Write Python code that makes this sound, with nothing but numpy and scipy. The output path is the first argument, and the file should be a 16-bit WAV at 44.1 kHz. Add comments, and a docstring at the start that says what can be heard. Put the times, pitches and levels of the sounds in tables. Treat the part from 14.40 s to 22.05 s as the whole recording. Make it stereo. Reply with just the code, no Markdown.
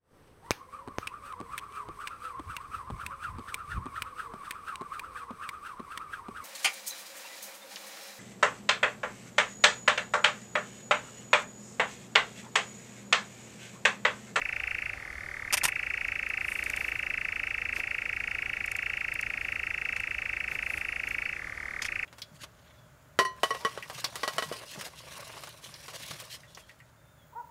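"""Nightjar at dusk

A nightjar churrs from a treetop: a pulse train of tiny falling whistles, about 27 a second, twice
dropping to a softer, lower, quicker trill. Branches reflect each note and the trees scatter it.
Close by, a hand scuffs, knocks and ticks on a camera and a sleeve brushes, over a steady rumble
and hiss and the faint hum of the camera's motor."""
import sys
import numpy as np
from scipy import signal
from scipy.fft import rfft, irfft
from scipy.io import wavfile

SR = 44100
rng = np.random.default_rng(int(sys.argv[2]) if len(sys.argv) > 2 else 0)


def file_out(sig):
    """Save sig as 16-bit WAV at sys.argv[1]."""
    # one column per channel
    cols = np.atleast_2d(sig).T
    # limit, then scale
    lim = np.clip(cols, -1, 1)
    pcm = np.round(lim * 32767).astype(np.int16)
    wavfile.write(sys.argv[1], SR, pcm)


N = 337365
TIME = np.arange(N) / SR


def from_db(db):
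    """Amplitude ratio: a factor of ten for every 20 dB."""
    return 10 ** (np.asarray(db) / 20)


def unit_rms(x):
    """Normalisation to unit mean power."""
    return x / np.sqrt(np.mean(x ** 2) + 1e-20)


def curve_at(rows, at):
    """Linear interpolation of a two-column curve."""
    return np.interp(at, *np.transpose(rows))


def noise(spectrum, size=N):
    """Spectral shaping: white noise weighted by rows of frequency_hz, density_db."""
    hz, db = np.transpose(spectrum)
    bins_hz = np.maximum(np.fft.rfftfreq(size, 1 / SR), 1)
    gain = from_db(np.interp(np.log(bins_hz), np.log(hz), db))
    return irfft(rfft(rng.standard_normal(size)) * gain, size) * np.sqrt(SR / 2)


def stereo(mid, side):
    """Sum and difference: left and right from their common and opposed parts."""
    return np.array([mid + side, mid - side])


def wide_noise(spectrum, side_db):
    """Partial coherence: a common noise of unit power and an independent opposed one."""
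    return stereo(unit_rms(noise(spectrum)), from_db(side_db) * unit_rms(noise(spectrum)))


def drift(rate_hz):
    """Random modulation: standard normal values joined by straight lines."""
    knots = np.arange(0, TIME[-1] + 1, 1 / rate_hz)
    return np.interp(TIME, knots, rng.standard_normal(len(knots)))


def resonate(x, hz, width_hz):
    """Second-order resonance with unit gain at its peak."""
    radius = np.exp(-np.pi * width_hz / SR)
    feedback = [1, -2 * radius * np.cos(2 * np.pi * hz / SR), radius ** 2]
    return signal.lfilter(np.array([1, 0, -1]) * (1 - radius ** 2) / 2, feedback, x)


# Pace of the "loud" and "soft" manners of churring: notes_per_s, slowing_ratio
CHURR_PACE = {"loud": (27.3, .019), "soft": (37.6, .07)}
# Swell into a loud phrase: time_constant_s, loss_db, fullness_loss
PHRASE_SWELL = (0.077, 3.1, .4)
# Fade out of a loud phrase: time_constant_s, loss_db, fullness_loss
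PHRASE_FADE = (0.038, 4.5, .35)

def phrase(first_s, last_s, manner, opening_db, closing_db):
    """A slightly slowing pulse train: rows of time_s, level_db, fullness (vocal effort, 0 to 1)."""
    rate, slowing = CHURR_PACE[manner]
    progress = np.linspace(0, 1, round((last_s - first_s) * rate) + 1)
    time_s = first_s + (last_s - first_s) * (progress - slowing * progress * (1 - progress) / 2)
    level_db = opening_db + (closing_db - opening_db) * progress
    if manner == "loud":
        fullness = .96
        edges = (time_s - first_s, PHRASE_SWELL), (last_s - time_s, PHRASE_FADE)
        for from_edge_s, (ease_s, loss_db, thinning) in edges:
            slack = np.exp(-from_edge_s / ease_s)
            level_db = level_db - loss_db * slack
            fullness = fullness - thinning * slack
    else:
        fullness = .023 + .12 * progress  # the soft trill climbs in pitch
    return np.column_stack([time_s, level_db, np.clip(fullness, 0, 1)])


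# Phrases, sung without a break: first_note_s, last_note_s, manner, opening_db, closing_db
SONG_PHRASES = [(-.1612, .5362, "loud", -22, -22.8), (.5753, 1.079, "soft", -33, -27.3),
                (1.1083, 6.9666, "loud", -22, -23), (6.9948, 7.4205, "soft", -29, -26.8),
                (7.4533, 7.814, "loud", -22, -22.5)]
# The bird pushes and drags the beat in its long phrase: time_s, lag_s
BEAT_LAG = [(1.11, 0), (2.09, -.0025), (2.3, -.0052), (3.19, .002), (4.06, .0028), (5.05, .002),
            (5.93, .0009), (6.82, .0057), (6.97, 0)]

def song(swallowed_s=7.151, swallowed_loss_db=8):
    """Timing modulation: the phrases follow a wandering beat, and one note is nearly swallowed."""
    notes = np.vstack([phrase(*row) for row in SONG_PHRASES])
    time_s, level_db, fullness = notes[notes[:, 0] > 0].T
    level_db[np.argmin(abs(time_s - swallowed_s))] -= swallowed_loss_db
    return np.array([time_s + curve_at(BEAT_LAG, time_s), level_db, fullness])


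# Contour of a full note, a short hook and a plunge: age_s, pitch_hz
NOTE_CONTOUR = [(0, 2470), (.0012, 2670), (.0022, 2730), (.0032, 2610), (.0042, 2440), (.0062, 2130),
                (.0082, 1740), (.0102, 1400), (.0122, 1260), (.015, 1130)]
# Standard deviations from note to note: length_ratio, span_ratio, level_db, timing_s
NOTE_SPREAD = (.07, .024, .5, .0002)
# Time a note takes to open: weak_s, full_s
NOTE_ATTACK = (.0036, .0015)
# The whistle is loudest in the middle of its range: pitch_hz, gain_db
WHISTLE_RESPONSE = [(1130, -50.5), (1250, -22), (1400, -13), (1760, -8), (2140, 1), (2450, -4.5),
                    (2750, -5)]
# Faint overtones at the top of the sweep: harmonic_number, level_db
WHISTLE_HARMONICS = [(2, -25), (3, -30.5), (5, -33)]
# Two throat resonances and the hollow between them: centre_hz, width_hz, gain_db
THROAT_FORMANTS = [(2258, 39, 3.5), (2307, 35, -1), (2629, 69, 4.5)]

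def nightjar():
    """Source and filter: a whistle sweeps down about an octave in 10 ms, through fixed resonances."""
    centre_s, level_db, fullness = song()[:, :, None]
    spread = rng.standard_normal((len(centre_s), 4)) * NOTE_SPREAD
    stretch, detune, accent_db, late_s = spread.T[:, :, None]
    # with more effort a note starts earlier and higher, and lasts longer
    lead_s = np.interp(fullness, (0, 1), (.0042, .0062))
    span_ratio = np.interp(fullness, (0, 1), (.738, 1)) * (1 + detune)
    length_ratio = np.interp(fullness, (0, 1), (.889, 1)) * (1 + stretch)
    age = np.arange(SR // 55) / SR
    sweep_hz = curve_at(NOTE_CONTOUR, age / length_ratio)
    lowest_hz = NOTE_CONTOUR[-1][1]
    pitch_hz = lowest_hz + (sweep_hz - lowest_hz) * span_ratio
    # a relaxed throat favours lower pitches and opens more gently
    throat_ratio = np.interp(fullness, (0, 1), (.92, 1))
    response_db = curve_at(WHISTLE_RESPONSE, pitch_hz / throat_ratio)
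    attack_s = np.interp(fullness, (0, 1), NOTE_ATTACK)
    opening = np.sin(np.pi / 2 * np.clip(age / attack_s, 0, 1)) ** 2
    phase = 2 * np.pi * np.cumsum(pitch_hz, axis=1) / SR
    # overtones belong to the forceful top of the note
    force = (pitch_hz / sweep_hz.max()) ** 3
    overtones = force * sum(from_db(db) * np.sin(k * phase) for k, db in WHISTLE_HARMONICS)
    notes = (np.sin(phase) + overtones) * opening * from_db(level_db + response_db + accent_db)
    samples = np.round((centre_s - lead_s + late_s) * SR).astype(int) + np.arange(len(age))
    voice = np.bincount(np.clip(samples, 0, N).ravel(), notes.ravel(), N + 1)[:N]
    colour = sum((from_db(db) - 1) * resonate(voice, hz, width) for hz, width, db in THROAT_FORMANTS)
    return voice + colour


# Reflections from nearby branches: delay_s, gain_db
BRANCH_ECHOES = [(.0034, -11.5), (.0083, -20), (0.012, -20), (0.022, -25.5), (0.028, -26)]
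# Spectrum of the scatter from the trees: frequency_hz, relative_db
TREE_SPECTRUM = [(1000, 32), (1400, -7), (1900, -3.5), (2250, 2), (2420, 7), (2650, 10), (3000, 12),
                 (6000, -17), (14000, -12)]

def woodland(voice, scatter_db=-14.5, side_db=-4.5, t60_s=.79, sway_s=.00039, pan_db=.6):
    """Reflection and scattering: swaying branches return echoes, and the trees a diffuse tail."""
    echoes = np.zeros(N)
    for delay_s, db in BRANCH_ECHOES:
        emitted_s = TIME - delay_s - sway_s * drift(.97)
        echoes += from_db(db) * np.interp(emitted_s, TIME, voice, left=0)
    age = np.arange(SR) / SR
    fade = from_db(-60 * age / t60_s) * np.clip(age * 100, 0, 1)
    tails = [signal.fftconvolve(voice, noise(TREE_SPECTRUM, size=SR) * fade)[:N] for _ in range(2)]
    mid, side = [unit_rms(tail) * np.std(voice) * from_db(scatter_db) for tail in tails]
    return stereo(voice + echoes + mid, side * from_db(side_db)) * from_db([[-pan_db], [pan_db]])


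# Faint hum of the camera's motor: centre_hz, width_hz, rms_db
MOTOR_BANDS = [(495.4, 29, -73), (586.6, 17, -67), (773.5, 63, -64)]

def motor_hum():
    """Narrow-band noise: the camera's motor hums faintly at three unsteady pitches."""
    hum = np.zeros(N)
    for hz, width_hz, db in MOTOR_BANDS:
        band = resonate(rng.standard_normal(N), hz, width_hz)
        hum += from_db(db) * unit_rms(resonate(band, hz, width_hz))
    return hum


# Spectral density of night air and microphone hiss: frequency_hz, common_db, opposed_db
AIR_SPECTRUM = [(15, -79.5, -85), (33.4, -72, -79), (44, -73.5, -77), (57, -67, -64), (82, -74, -85.5),
                (101.7, -74, -71), (176.5, -83.5, -70.5), (382, -84, -74), (780, -85.5, -79),
                (1036, -89, -83.5), (1980, -78, -84.5), (2870, -92.5, -91.5), (6060, -96, -96.5),
                (8660, -100, -101), (11400, -104, -105), (13600, -110, -111), (15300, -122, -123)]

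def night_air():
    """Stationary noise: broadband rumble and hiss, wide in the low middle."""
    air = np.array(AIR_SPECTRUM)
    return stereo(noise(air[:, [0, 1]]), noise(air[:, [0, 2]]))


def bursts(starts_s, levels_db, t60s, attack_s=.0004):
    """Incoherent addition: the envelope of quickly rising, decaying contacts whose powers sum."""
    power = np.zeros(N + SR)
    age = np.arange(SR // 8) / SR
    rise = 1 - np.exp(-age / attack_s)
    for start_s, db, t60_s in zip(starts_s, levels_db, t60s):
        start = int(start_s * SR)
        power[start:start + len(age)] += (from_db(db - 60 * age / t60_s) * rise) ** 2
    return np.sqrt(power[:N])


# Scuffs of the hand: slip_s, run_up_s, relative_db, thud_offset_db, hiss_offset_db, t60_s
HAND_SCUFFS = [(1.14, .014, -19.5, -4, 0, .025), (1.1745, .005, -27, -9, 0, .035),
               (1.2525, .018, -20.5, -4, 2, .025), (1.281, .004, -35, 0, 4, .025),
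               (2.3627, 0, -44, 3, 0, .03), (3.356, 0, -45, -6, -8, .071), (3.395, 0, -47, -2, -8, .049),
               (5.526, 0, -50, -1, -8, .03), (5.564, 0, -42, -1, -9, .041), (7.42, 0, -29, -17, -11, .05),
               (7.461, .015, -33, -18, -9, .03)]

def jerks(spacing_s=.005, jitter_s=.0006, spread_db=3, run_up_loss_db=3, run_up_t60_s=.019,
          trail_s=.006, trail_loss_db=8):
    """Stick-slip motion: a run-up of weak jerks, if any, then one firm slip and two dying ones."""
    rows = []
    for slip_s, run_up_s, db, thud_db, hiss_db, t60_s in HAND_SCUFFS:
        for early_s in np.linspace(run_up_s, 0, round(run_up_s / spacing_s), endpoint=False):
            late_s, accent_db = rng.standard_normal(2) * (jitter_s, spread_db)
            jerk_db = db - run_up_loss_db + accent_db
            rows.append((slip_s - early_s + late_s, jerk_db, thud_db, hiss_db, run_up_t60_s))
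        for k in range(3):
            rows.append((slip_s + k * trail_s, db - k * trail_loss_db, thud_db, hiss_db, t60_s))
    return rows


# Rasp of skin on the housing: frequency_hz, relative_db
RASP_SPECTRUM = [(300, -15), (1200, -5.5), (2500, 2), (3400, 0), (4400, -2.5), (5900, 0.5), (6900, -3.5),
                 (9000, -19), (15000, -50)]
# Bright friction hiss, of skin and of cloth: frequency_hz, relative_db
HISS_SPECTRUM = [(3000, -35), (6500, -9), (8700, 3), (11000, -2), (13500, -6.5), (15500, -31)]
# Thud of the camera body: frequency_hz, relative_db
THUD_SPECTRUM = [(60, -22), (150, -14), (450, -13), (720, -10), (1020, 1), (1400, -6), (1900, 1),
                 (2700, -1), (3800, -16), (8000, -35)]

def scuffs(rasp_gain_db=2.5, thud_gain_db=5, grain_db=1):
    """Friction noise: each jerk of skin on the housing excites a grainy rasp, a hiss and a thud."""
    start_s, db, thud_db, hiss_db, t60_s = np.transpose(jerks())
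    grain = from_db(grain_db * drift(2000))
    rasp = wide_noise(RASP_SPECTRUM, side_db=-16) * bursts(start_s, db + rasp_gain_db, t60_s)
    hiss = wide_noise(HISS_SPECTRUM, side_db=-7) * bursts(start_s, db + hiss_db, t60_s)
    thud = wide_noise(THUD_SPECTRUM, side_db=-25) * bursts(start_s, db + thud_db + thud_gain_db, t60_s)
    return (rasp + hiss) * grain + thud


# Modes of the housing: frequency_hz, level_db, t60_s
HOUSING_MODES = [(610, -16, .045), (790, -11, .04), (1020, -8, .025), (1450, -8, .01), (1880, -2, .01),
                 (2600, -5, .008), (5900, -8, .005)]
# A finger strikes the housing: start_s, gain_db
FINGER_KNOCKS = [(1.1405, -16.5), (1.1745, -35), (1.2535, -25), (1.286, -34), (2.366, -36), (5.566, -42)]

def knocks():
    """Modal ringing: a hard contact sets the housing vibrating as a sum of damped sinusoids."""
    out = np.zeros(N)
    age = np.arange(SR // 20) / SR
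    ring = sum(from_db(db - 60 * age / t60_s) * np.cos(2 * np.pi * hz * age)
               for hz, db, t60_s in HOUSING_MODES)
    for start_s, db in FINGER_KNOCKS:
        start = int(start_s * SR)
        out[start:start + len(ring)] += from_db(db) * ring
    return out


# Small dry ticks of the housing: start_s, relative_db, centre_hz, t60_s, rebound_db
HOUSING_TICKS = [(1.678, -48, 5070, 0.017, -2), (1.89, -42, 8000, 0.0092, -10),
                 (2.2395, -33, 8500, 0.009, -12), (2.3004, -24.5, 7870, 0.0045, -22),
                 (2.363, -37, 9000, .015, -4), (2.379, -46, 10400, .012, -8), (4.259, -40, 8450, .01, 3.5),
                 (4.317, -32, 8700, 0.0073, -7), (4.364, -37, 8500, 0.006, 2.5),
                 (4.431, -50, 12000, 0.0093, -8), (4.738, -42.5, 9700, 0.0091, 5.5),
                 (4.8098, -41.5, 7500, 0.0084, 8.5), (5.603, -42, 7960, 0.012, -8),
                 (6.688, -40, 8140, 0.011, -18)]

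def ticks(width_hz=8500, side_db=-8, gain_db=2.5, rebound_s=.003, cutoff_hz=11500):
    """Impact and rebound: two brief contacts in quick succession make a bright, broadband click."""
    out = np.zeros((2, N))
    age = np.arange(SR // 20) / SR
    for start_s, db, hz, t60_s, rebound_db in HOUSING_TICKS:
        mid, side = unit_rms(resonate(rng.standard_normal((2, len(age))), hz, width_hz))
        impact = from_db(-60 * age / t60_s)
        rebound = from_db(rebound_db) * np.interp(age - rebound_s, age, impact, left=0)
        envelope = np.hypot(impact, rebound) * from_db(gain_db + db)
        start = int(start_s * SR)
        out[:, start:start + len(age)] += stereo(mid, side * from_db(side_db)) * envelope
    return signal.sosfilt(signal.butter(2, cutoff_hz, fs=SR, output="sos"), out)


# Strokes of a sleeve: middle_s, half_length_s, brush_db, hiss_db
SLEEVE_STROKES = [(2.122, 0.052, -56, -52.5), (2.33, 0.31, -52, -60.5), (3.376, 0.036, -50, -70),
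                  (5.098, 0.15, -62, -70), (6.125, 0.05, -52, -64), (6.338, 0.11, -53, -59),
                  (6.72, .08, -53.5, -66)]
# Soft brushing of cloth: frequency_hz, relative_db
CLOTH_SPECTRUM = [(100, -8), (300, 16.5), (700, 12), (1500, 9), (4000, 5.5), (7000, 2), (9500, -4),
                  (13500, 1), (15500, -20)]

def sleeve(grain_db=2.5, catch_db=2.5):
    """Sliding friction: the noise of each stroke swells and ebbs, roughened as fibres catch."""
    middle_s, half_s, brush_db, hiss_db = np.transpose(SLEEVE_STROKES)
    distance = (TIME - middle_s[:, None]) / half_s[:, None]
    swells = np.exp(-np.minimum(distance ** 2, 20))
    brush = wide_noise(CLOTH_SPECTRUM, side_db=-9) * (from_db(brush_db) @ swells)
    hiss = wide_noise(HISS_SPECTRUM, side_db=-8) * (from_db(hiss_db) @ swells)
    return (brush + hiss) * from_db(grain_db * drift(400) + catch_db * drift(45))


# Thin, faint squeaks: start_s, length_s, first_hz, last_hz, level_db
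SQUEAK_GLIDES = [(3.289, 0.14, 7800, 8900, -61), (3.307, 0.32, 10200, 11400, -66),
                 (6.17, 0.16, 8800, 9300, -68), (6.29, 0.11, 9800, 10830, -55),
                 (6.418, 0.22, 10000, 10900, -64), (6.76, 0.11, 10600, 10100, -67),
                 (6.809, 0.093, 4430, 4500, -56)]

def squeaks(waver_hz=190, flutter_db=4.5):
    """Frequency and amplitude modulation: high gliding tones waver and flutter at random."""
    out = np.zeros(N)
    waver = waver_hz * drift(500)
    for start_s, length_s, first_hz, last_hz, db in SQUEAK_GLIDES:
        sounding = (TIME > start_s) & (TIME < start_s + length_s)
        progress = (TIME[sounding] - start_s) / length_s
        pitch_hz = first_hz + (last_hz - first_hz) * progress + waver[sounding]
        phase = 2 * np.pi * np.cumsum(pitch_hz) / SR
        out[sounding] += from_db(db) * np.sin(np.pi * progress) * np.sin(phase)
    return out * from_db(flutter_db * drift(60))


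def scene():
    """Superposition: the bird among the trees, handling and motor close by, the night air behind."""
    handling = scuffs() + knocks() + ticks() + sleeve() + squeaks()
    return woodland(nightjar()) + handling + motor_hum() + night_air()


# Two narrow notches the camera filters out of the sound: centre_hz, width_hz
CAMERA_NOTCHES = [(3950, 265), (7900, 155)]

def record(dry, cutoff_hz=15300):
    """Linear filtering: the camera's two notches colour the sound and a low-pass cuts the top."""
    for hz, width_hz in CAMERA_NOTCHES:
        dry = signal.lfilter(*signal.iirnotch(hz, hz / width_hz, fs=SR), dry)
    return signal.sosfilt(signal.ellip(10, .2, 80, cutoff_hz, fs=SR, output="sos"), dry)


dry = scene()
out = record(dry)
file_out(out)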